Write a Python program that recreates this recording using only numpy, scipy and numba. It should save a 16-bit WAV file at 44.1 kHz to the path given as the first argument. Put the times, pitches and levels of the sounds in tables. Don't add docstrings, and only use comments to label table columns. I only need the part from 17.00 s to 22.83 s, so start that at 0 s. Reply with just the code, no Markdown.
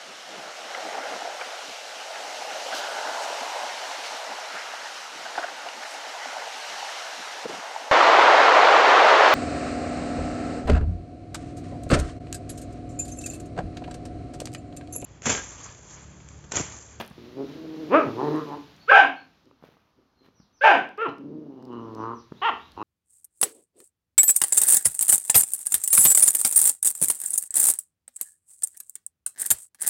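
import sys
import numpy as np
from scipy import signal
from scipy.fft import rfft, irfft, next_fast_len
from scipy.io import wavfile
from scipy.ndimage import map_coordinates
from numba import njit

SR = 44100
rng = np.random.default_rng(int(sys.argv[2]) if len(sys.argv) > 2 else 0)


def dump(signal):
    limited = np.clip(np.atleast_2d(signal).T, -1, 1)
    pcm = np.round(limited * 32767).astype(np.int16)
    wavfile.write(sys.argv[1], SR, pcm)


def volts_from_db(level):
    exponent = np.asarray(level, float) / 20
    return 10 ** exponent


N = 257103


def unit(x):
    return x / np.sqrt(np.mean(x ** 2) + 1e-20)


def colour(x, points):
    size = next_fast_len(len(x) + 8192)
    hz, db = np.transpose(points)
    bins_hz = np.fft.rfftfreq(size, 1 / SR)
    gain = volts_from_db(np.interp(np.log(bins_hz + 1), np.log(hz + 1), db))
    return irfft(rfft(x, size) * gain, size)[:len(x)]


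def curve(rows):
    return np.interp(np.arange(N) / SR, *np.transpose(rows))


def wobble(n, rate):
    knots = rng.standard_normal(int(n * rate / SR) + 4)
    return map_coordinates(knots, [np.arange(n) * rate / SR])


def add(out, s, x):
    part = out[round(s * SR):][:len(x)]
    part += x[:len(part)]


def background():
    # time_s, level_db
    traffic_level = [(0, -58), (.5, -52.5), (1, -46.5), (1.5, -48.5), (1.85, -56), (2.4, -66.5), (3, -84.5),
                     (4, -76), (4.5, -73), (5, -62.5), (5.83, -58)]
    # hz, gain_db
    tyres = [(25, -39), (150, 6.5), (400, -7.5), (1000, -5.5), (2000, -9), (4000, -8), (6000, -15.5),
             (7300, -24), (8100, -39), (9500, -31.5), (12000, -25.5), (16000, -30)]
    # hz, gain_db
    air_spectrum = [(25, -13), (60, -12), (270, -16.5), (600, -22), (1200, -19), (2000, -30.5),
                    (4000, -29.5), (6000, -31.5), (8000, -52), (12000, -42.5), (16000, -47)]
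    # time_s, level_db
    rumble_level = [(0.0, -61), (1.91, -75), (2.66, -87.5), (5.83, -63)]
    air_db = -69.5
    traffic = unit(colour(rng.standard_normal(N), tyres))
    traffic *= volts_from_db(curve(traffic_level) + 1.2 * wobble(N, 7.8))
    air = unit(colour(rng.standard_normal(N), air_spectrum))
    air *= volts_from_db(air_db + 0.56 * wobble(N, 7))
    rumble_spectrum = [(15, -20.0), (30, -5.5), (80, 4.5), (140, -29.5), (400, -91)]
    rumble = unit(colour(rng.standard_normal(N), rumble_spectrum))
    rumble *= volts_from_db(curve(rumble_level) + 0.89 * wobble(N, 3))
    return traffic + air + rumble


def taps(events, turns, noisy):
    out, t = np.zeros(N), np.arange(SR // 20) / SR
    for s, db, hz in events:
        wave = np.sin(2 * np.pi * hz * t) + noisy * rng.standard_normal(len(t))
        add(out, s, volts_from_db(db + 2.0 - 20 * t * hz / turns) * wave)
    return out


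def feet():
    # start_s, level_db, pitch_hz
    claws = [(.0194, -43, 9400), (.0494, -48, 5850), (.0634, -40, 11580), (.0777, -39, 11360),
             (.1012, -49, 8800), (1.3618, -47.5, 9230), (1.4904, -50.5, 5760), (1.7644, -51, 5730),
             (2.4563, -58.5, 5160), (3.8911, -52.5, 4970), (3.9764, -51.5, 5040), (4.1834, -54, 5100),
             (4.6264, -55, 4900), (4.6528, -48.5, 4840), (4.7314, -57, 5370), (4.9501, -46, 5190),
             (5.7194, -46.5, 4486)]
    # start_s, level_db, pitch_hz
    footfalls = [(.014, -35.5, 264), (.072, -63, 400), (.111, -40, 142.5), (2.447, -60, 392),
                 (2.512, -42.5, 496), (2.625, -45.5, 197), (2.639, -35.5, 513), (2.689, -47, 447),
                 (2.769, -45, 1200), (3.286, -42, 449.5), (3.401, -48.5, 196.5), (4.625, -38, 810),
                 (5.322, -29.5, 399.4)]
    # peak_s, level_db, fade_db_per_s
    scuffs = [(0, -31, 357), (2.65, -57, 73.5), (3.26, -61, 298.5), (4.66, -71, 299), (5.738, -64.5, 106)]
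    # hz, gain_db
    grit = [(30, -32), (130, -6.5), (700, -7.5), (1600, -10.5), (3500, -14.5), (6000, -23.5), (8000, -40.5),
            (12000, -27.5), (16000, -31)]
    rise_db_per_s = 351.5
    ticks = colour(taps(claws, turns=5.0, noisy=0.27), [(800, -25.5), (3500, 6.5)])
    dull = [(30, -25.5), (150, 3), (1200, -3.5), (3000, -22.5), (16000, -54.5)]
    steps = colour(taps(footfalls, turns=1.6, noisy=2.3), dull)
    grains = rng.standard_normal(N) * volts_from_db(3 * wobble(N, 300))
    t = np.arange(N) / SR
    drag = np.zeros(N)
    for s, db, fade in scuffs:
        drag += volts_from_db(db - np.maximum(rise_db_per_s * (s - t), fade * (t - s)))
    return ticks + steps + drag * unit(colour(grains, grit))


def yard(x, delay):
    # hz, t60_s
    decay = [(150, 0.6), (700, 0.29), (3000, 0.35), (8000, 0.28)]
    hz, t, z = signal.stft(rng.standard_normal(SR // 2), SR, nperseg=256)
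    decay_hz, decay_s = np.transpose(decay)
    t60 = np.interp(np.log(hz + 1), np.log(decay_hz), decay_s)
    tail = signal.istft(z * volts_from_db(-60 * t / t60[:, None]), SR, nperseg=256)[1]
    late = np.pad(x, (round(delay * SR), 0))
    return signal.fftconvolve(late, tail / np.linalg.norm(tail))[:N]


@njit
def ring(x, turn, r):
    y = np.zeros(len(x))
    for i in range(2, len(x)):
        y[i] = (1 - r * r) / 2 * (x[i] - x[i - 2]) + r * turn[i] * y[i - 1] - r * r * y[i - 2]
    return y


def formant(x, hz, width_hz):
    turn, r = 2 * np.cos(2 * np.pi * hz / SR), np.exp(-np.pi * width_hz / SR)
    rung = ring(ring(ring(x, turn, r), turn, r), turn, r)
    return rung * np.sqrt(3 * SR / np.pi / width_hz)


def voice(calls, widths_hz, tone_db, nose_db, jitter, scatter_db, cheek_hz, cheek_db):
    # hz, gain_db
    breath_top = [(3300, -59), (4000, 3.5), (5000, 4.5), (7000, -3.5), (8000, -26.5), (10000, -12.5),
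                  (15000, -25), (17000, -59.5)]
    rasp = .2
    out, top = np.zeros((2, N))
    for rows in calls:
        s, *cols = np.transpose(rows)
        t = np.arange(s[0], s[-1] + .02, 1 / SR)
        pitch, chest_db, chest, mouth_db, mouth, muzzle_db, muzzle, rough = [np.interp(t, s, c) for c in cols]
        rough = np.clip(rough, 0, 1)
        cycles = np.cumsum(pitch * (1 + jitter * rough * wobble(len(t), 120))) / SR
        strength = volts_from_db(scatter_db * rough * wobble(len(t), 70))
        pulses = np.diff(np.floor(cycles), prepend=0) * np.sqrt(SR / pitch)
        breath = 2 * (1 - cycles % 1) ** 2 * rng.standard_normal(len(t))
        edge = np.clip(np.minimum(t - s[0], s[-1] + 0.015 - t) / 0.0049, 0, 1)
        swell = edge * strength
        source = swell * (np.sqrt(1 - rough) * pulses + np.sqrt(rough) * breath)
        airy = rough + rasp * (1 - rough)
        raspy = swell * (np.sqrt(1 - airy) * pulses + np.sqrt(airy) * breath)
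        sound = volts_from_db(chest_db + tone_db) * swell * np.sin(2 * np.pi * cycles)
        chest_width, mouth_width, muzzle_width = widths_hz
        sound += volts_from_db(chest_db) * formant(source, chest, chest_width)
        sound += volts_from_db(mouth_db) * formant(source, mouth, mouth_width)
        sound += volts_from_db(muzzle_db) * formant(raspy, muzzle, muzzle_width)
        sound += volts_from_db(muzzle_db + cheek_db) * formant(raspy, cheek_hz + 0 * t, 450)
        add(out, s[0], sound)
        add(top, s[0], volts_from_db(muzzle_db + nose_db) * swell * breath)
    return out + colour(top, breath_top)


def growl(tone, rows, rough):
    chest_lift_hz_per_db = 2
    smoother_per_db = .009
    chest, muzzle, under = tone
    call = []
    for s, hz, chest_db, mouth_db, mouth in rows:
        opening_db = mouth_db - chest_db
        muzzle_db = mouth_db - np.interp(s, *np.transpose(under))
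        call.append((s, hz, chest_db, chest + chest_lift_hz_per_db * opening_db, mouth_db, mouth,
                     muzzle_db, muzzle, rough - smoother_per_db * opening_db))
    return call


def puppy():
    # time_s, pitch_hz, chest_db, mouth_db, mouth_hz
    growls = [ ((333, 1000, [(.45, 39), (.7, 16.5)]), [(.17, 115.1, -49.5, -75, 750),
              (.34, 125.6, -48.5, -68.5, 750), (.385, 136.4, -35, -47.5, 700),
              (.41, 138.9, -31, -41.5, 714), (.47, 132.7, -46, -67, 730), (.56, 160.2, -45.5, -60.5, 760),
              (.64, 156, -40.5, -65.5, 805), (.74, 157, -43, -54, 760), (.8, 158.2, -40, -56.5, 780),
              (.89, 154.3, -38.5, -69.5, 790)]), ((326, 1800, [(1.2, 23.5), (1.36, 10.5), (1.5, 27)]),
              [(1.07, 124, -30, -40.5, 850), (1.108, 110.7, -42.5, -49.5, 850), (1.155, 111, -38, -56, 895),
              (1.195, 129, -31, -30, 935), (1.24, 148.6, -27, -28, 806), (1.3, 150.2, -28, -40, 950),
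              (1.36, 155.7, -29, -37, 966), (1.409, 151.7, -36.5, -40.5, 1136),
              (1.444, 147.9, -41, -54.5, 1120), (1.52, 143.6, -39.5, -34, 800),
              (1.55, 144.8, -42.5, -36, 917), (1.575, 144.2, -44.5, -58, 910), (1.62, 143, -56, -70, 910)]),
              ((271, 2910, [(4.1, 5), (4.3, 24), (4.8, 15), (5.02, 33.5)]), [(4.081, 133, -45.5, -38, 930),
              (4.159, 128.2, -50.5, -68, 800), (4.241, 143.2, -41, -73, 610),
              (4.34, 158.1, -40, -66.5, 645), (4.44, 145.7, -44.5, -64.5, 728),
              (4.53, 131.8, -47, -60, 838), (4.66, 126.5, -44, -58, 855), (4.734, 118.5, -40, -44, 1071),
              (4.949, 109.1, -42, -51.5, 1000), (5.002, 110.1, -36.5, -36.5, 991),
              (5.051, 112.2, -38, -33.5, 1046), (5.135, 117.9, -41.5, -37.5, 1057),
              (5.155, 126.3, -54, -51, 1000)]), ((290, 2720, [(5.8, 18)]), [(5.762, 62, -46.5, -38.5, 950),
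              (5.79, 104, -45, -40, 933), (5.829, 111.3, -38.5, -31.5, 1050)]), ]
    # peak_s, level_db
    grunts = [(2.475, -59.5), (2.99, -64.5), (3.234, -62)]
    # time_s, pitch_hz, mouth_db
    barks = [ ((-12, 0.82, 138, 1290, 2400.5), [(.885, 154.6, -67), (.915, 201.6, -35),
             (.945, 288.4, -16.5), (.98, 329, -22), (1.02, 273.4, -35.5), (1.075, 129.4, -43)]),
             ((-29.5, 0.44, 14, 1358, 2454.5), [(1.908, 303.8, -17), (1.93, 446, -13), (1.99, 458.2, -36),
             (2.02, 319.2, -32), (2.055, 255.7, -29.5), (2.09, 268.3, -46.5)]),
             ((-30, 0.22, 20, 869, 2446.5), [(3.632, 381.3, -17), (3.65, 455.9, -15), (3.68, 424.6, -13),
             (3.72, 342.3, -29), (3.76, 238.7, -19), (3.81, 175.4, -62)]), ((-33, 0.37, 15, 1348.5, 2655),
             [(3.975, 375.8, -43), (3.99, 423, -34.5), (4.026, 465.6, -28), (4.048, 434.6, -31),
             (4.063, 351.7, -29.5), (4.085, 135.7, -38.5)]), ((-40.5, 0.05, 18, 1067.5, 2886.5),
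             [(5.413, 348.4, -34), (5.43, 379.8, -25), (5.455, 468.3, -18), (5.478, 454.3, -20.5),
             (5.495, 370.8, -17.5), (5.51, 249.6, -36), (5.53, 200, -55.5)]), ]
    growl_rough = [.1, .18, .14, .2]
    bark_rough = [.09, .18, .14, .06, .08]
    low = [growl(*c, r) for c, r in zip(growls, growl_rough)] + [grunt(*c) for c in grunts]
    yaps = [bark(*c, r) for c, r in zip(barks, bark_rough)]
    low_voice = voice(low, widths_hz=[280, 400, 400], tone_db=-11, nose_db=-10.5,
                      jitter=.1, scatter_db=4, cheek_hz=4000, cheek_db=-9.5)
    high_voice = voice(yaps, widths_hz=[330, 480, 800], tone_db=-5, nose_db=-26,
                       jitter=.1, scatter_db=5.5, cheek_hz=1870, cheek_db=-2)
    return low_voice + high_voice


def bark(tone, rows, rough):
    shut_mouth_hz, low_chest_hz, muzzle_under_db = 750, 241, 11
    slack_rough = .4
    chest_db, share, lift, widest, muzzle = tone
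    s, hz, db = np.transpose(rows)
    tense = hz / hz.max()
    chest = np.maximum(hz + lift * tense, low_chest_hz)
    mouth = shut_mouth_hz + (widest - shut_mouth_hz) * tense ** 2.1
    chest_level = chest_db + share * (db - db.max())
    rattle = rough + slack_rough * (1 - tense) ** 2
    return np.transpose([s, hz, chest_level, chest, db, mouth, db - muzzle_under_db, muzzle + 0 * s, rattle])


def birds():
    # length_share, pitch_hz, level_db
    arch = [(0, 3660, -4.5), (.25, 4400, 5.5), (.5, 4550, 2), (1, 4384, -2)]
    slide = [(0, 6000, -4), (.2, 6250, 0), (.4, 5850, -2), (.65, 4700, -5), (1, 3400, -8)]
    rise = [(0, 3200, 1), (.35, 4000, 2.5), (.7, 4400, -13), (1, 4350, -8)]
    droop = [(0, 4390, -9), (.6, 4090, 2.5), (1, 4050, -4.5)]
    # start_s, length_s, pitch_factor, level_db
    arch_calls = [(1.79, 0.069, 1, -60.5), (2.154, 0.046, 0.97, -61)]
    slide_calls = [(3.343, 0.11, 0.95, -64.5), (3.525, 0.11, 0.98, -63.5), (4.795, 0.095, 0.98, -71),
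                   (4.962, 0.083, 0.98, -61), (5.142, 0.087, 0.97, -58)]
    rise_calls = [(5.348, 0.11, 0.98, -62), (5.574, .12, 0.94, -58)]
    droop_calls = [(3.14, .11, 1, -70.5)]
    out = np.zeros(N)
    for note, calls in [(arch, arch_calls), (slide, slide_calls), (rise, rise_calls), (droop, droop_calls)]:
        share, hz, level_db = np.transpose(note)
        for s, length, factor, db in calls:
            u = np.arange(0, 1, 1 / (length * SR))
            tone = np.sin(2 * np.pi * np.cumsum(factor * np.interp(u, share, hz)) / SR)
            level = volts_from_db(db + np.interp(u, share, level_db)) * np.sin(np.pi * u) ** .4
            add(out, s, level * tone)
    return out


def roar(breaks, rows):
    chest_hz, jaw_hz, snout_hz = 760, 1552, 2410
    chest_under_db, roar_gain_db, snout_under_db = 9.5, 11, 12
    clean, hoarse, break_s = .06, .7, .015
    s, hz, db = np.transpose(rows)
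    broken = np.clip((s - breaks) / break_s, 0, 1)
    chest = (1 - broken) * 1.07 * hz + broken * chest_hz
    mouth = np.minimum(2.9 * hz, jaw_hz)
    gain_db = roar_gain_db * broken
    snout_db = db - snout_under_db + 0.78 * gain_db
    rough = clean + (hoarse - clean) * broken
    return np.transpose([s, hz, db - chest_under_db + gain_db, chest, db, mouth, snout_db, snout_hz + 0 * s, rough])


def adult():
    # time_s, pitch_hz, mouth_db
    adult_barks = [ (1.912, [(1.87, 401.7, -63.5), (1.885, 440.6, -29), (1.9, 533.2, -15.5),
                   (1.912, 610, -16.5), (1.918, 797.5, -20.5), (1.975, 786, -15.5), (2.01, 744, -25),
                   (2.07, 701, -44.5)]), (3.64, [(3.606, 459, -49.5), (3.614, 516, -29),
                   (3.632, 570.1, -20), (3.65, 588.6, -19.5), (3.7, 555.5, -20), (3.75, 539.5, -31),
                   (3.81, 528.3, -43)]), ]
    return voice([roar(*c) for c in adult_barks], widths_hz=[330, 300, 1300], tone_db=-17.0, nose_db=-16,
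                 jitter=.08, scatter_db=3.5, cheek_hz=4980, cheek_db=-29)


def grunt(s, db):
    hz, chest, mouth, muzzle, rough = 130, 264, 680, 3000, .45
    rise_s, fall_s, fade_db = 0.035, 0.04, 5.5
    levels = [(s - rise_s, db - fade_db), (s, db), (s + fall_s, db - fade_db)]
    return [(at, hz, level, chest, level - 13.5, mouth, level - 22, muzzle, rough) for at, level in levels]


def scene():
    ground, small, far, big = feet(), puppy(), birds(), adult()
    walls = volts_from_db(-13) * yard(ground, 0.015) + volts_from_db(-8.5) * yard(small, .02)
    walls += volts_from_db(3.0) * yard(far, .012) + volts_from_db(-1.5) * yard(big, .015)
    return (background() + ground + small + far + big + walls)[None]


def band_limit(x):
    return signal.sosfilt(signal.butter(12, 15800, fs=SR, output="sos"), x)


def record(dry):
    x = dry[0] / (1 + np.abs(dry[0] / 1.1) ** 6) ** (1 / 6)
    x = colour(x, [(20, -14.5), (70, 2), (150, 2), (20000, -4.0)])
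    return band_limit(x[None])


dry = scene()
out = record(dry)
dump(out)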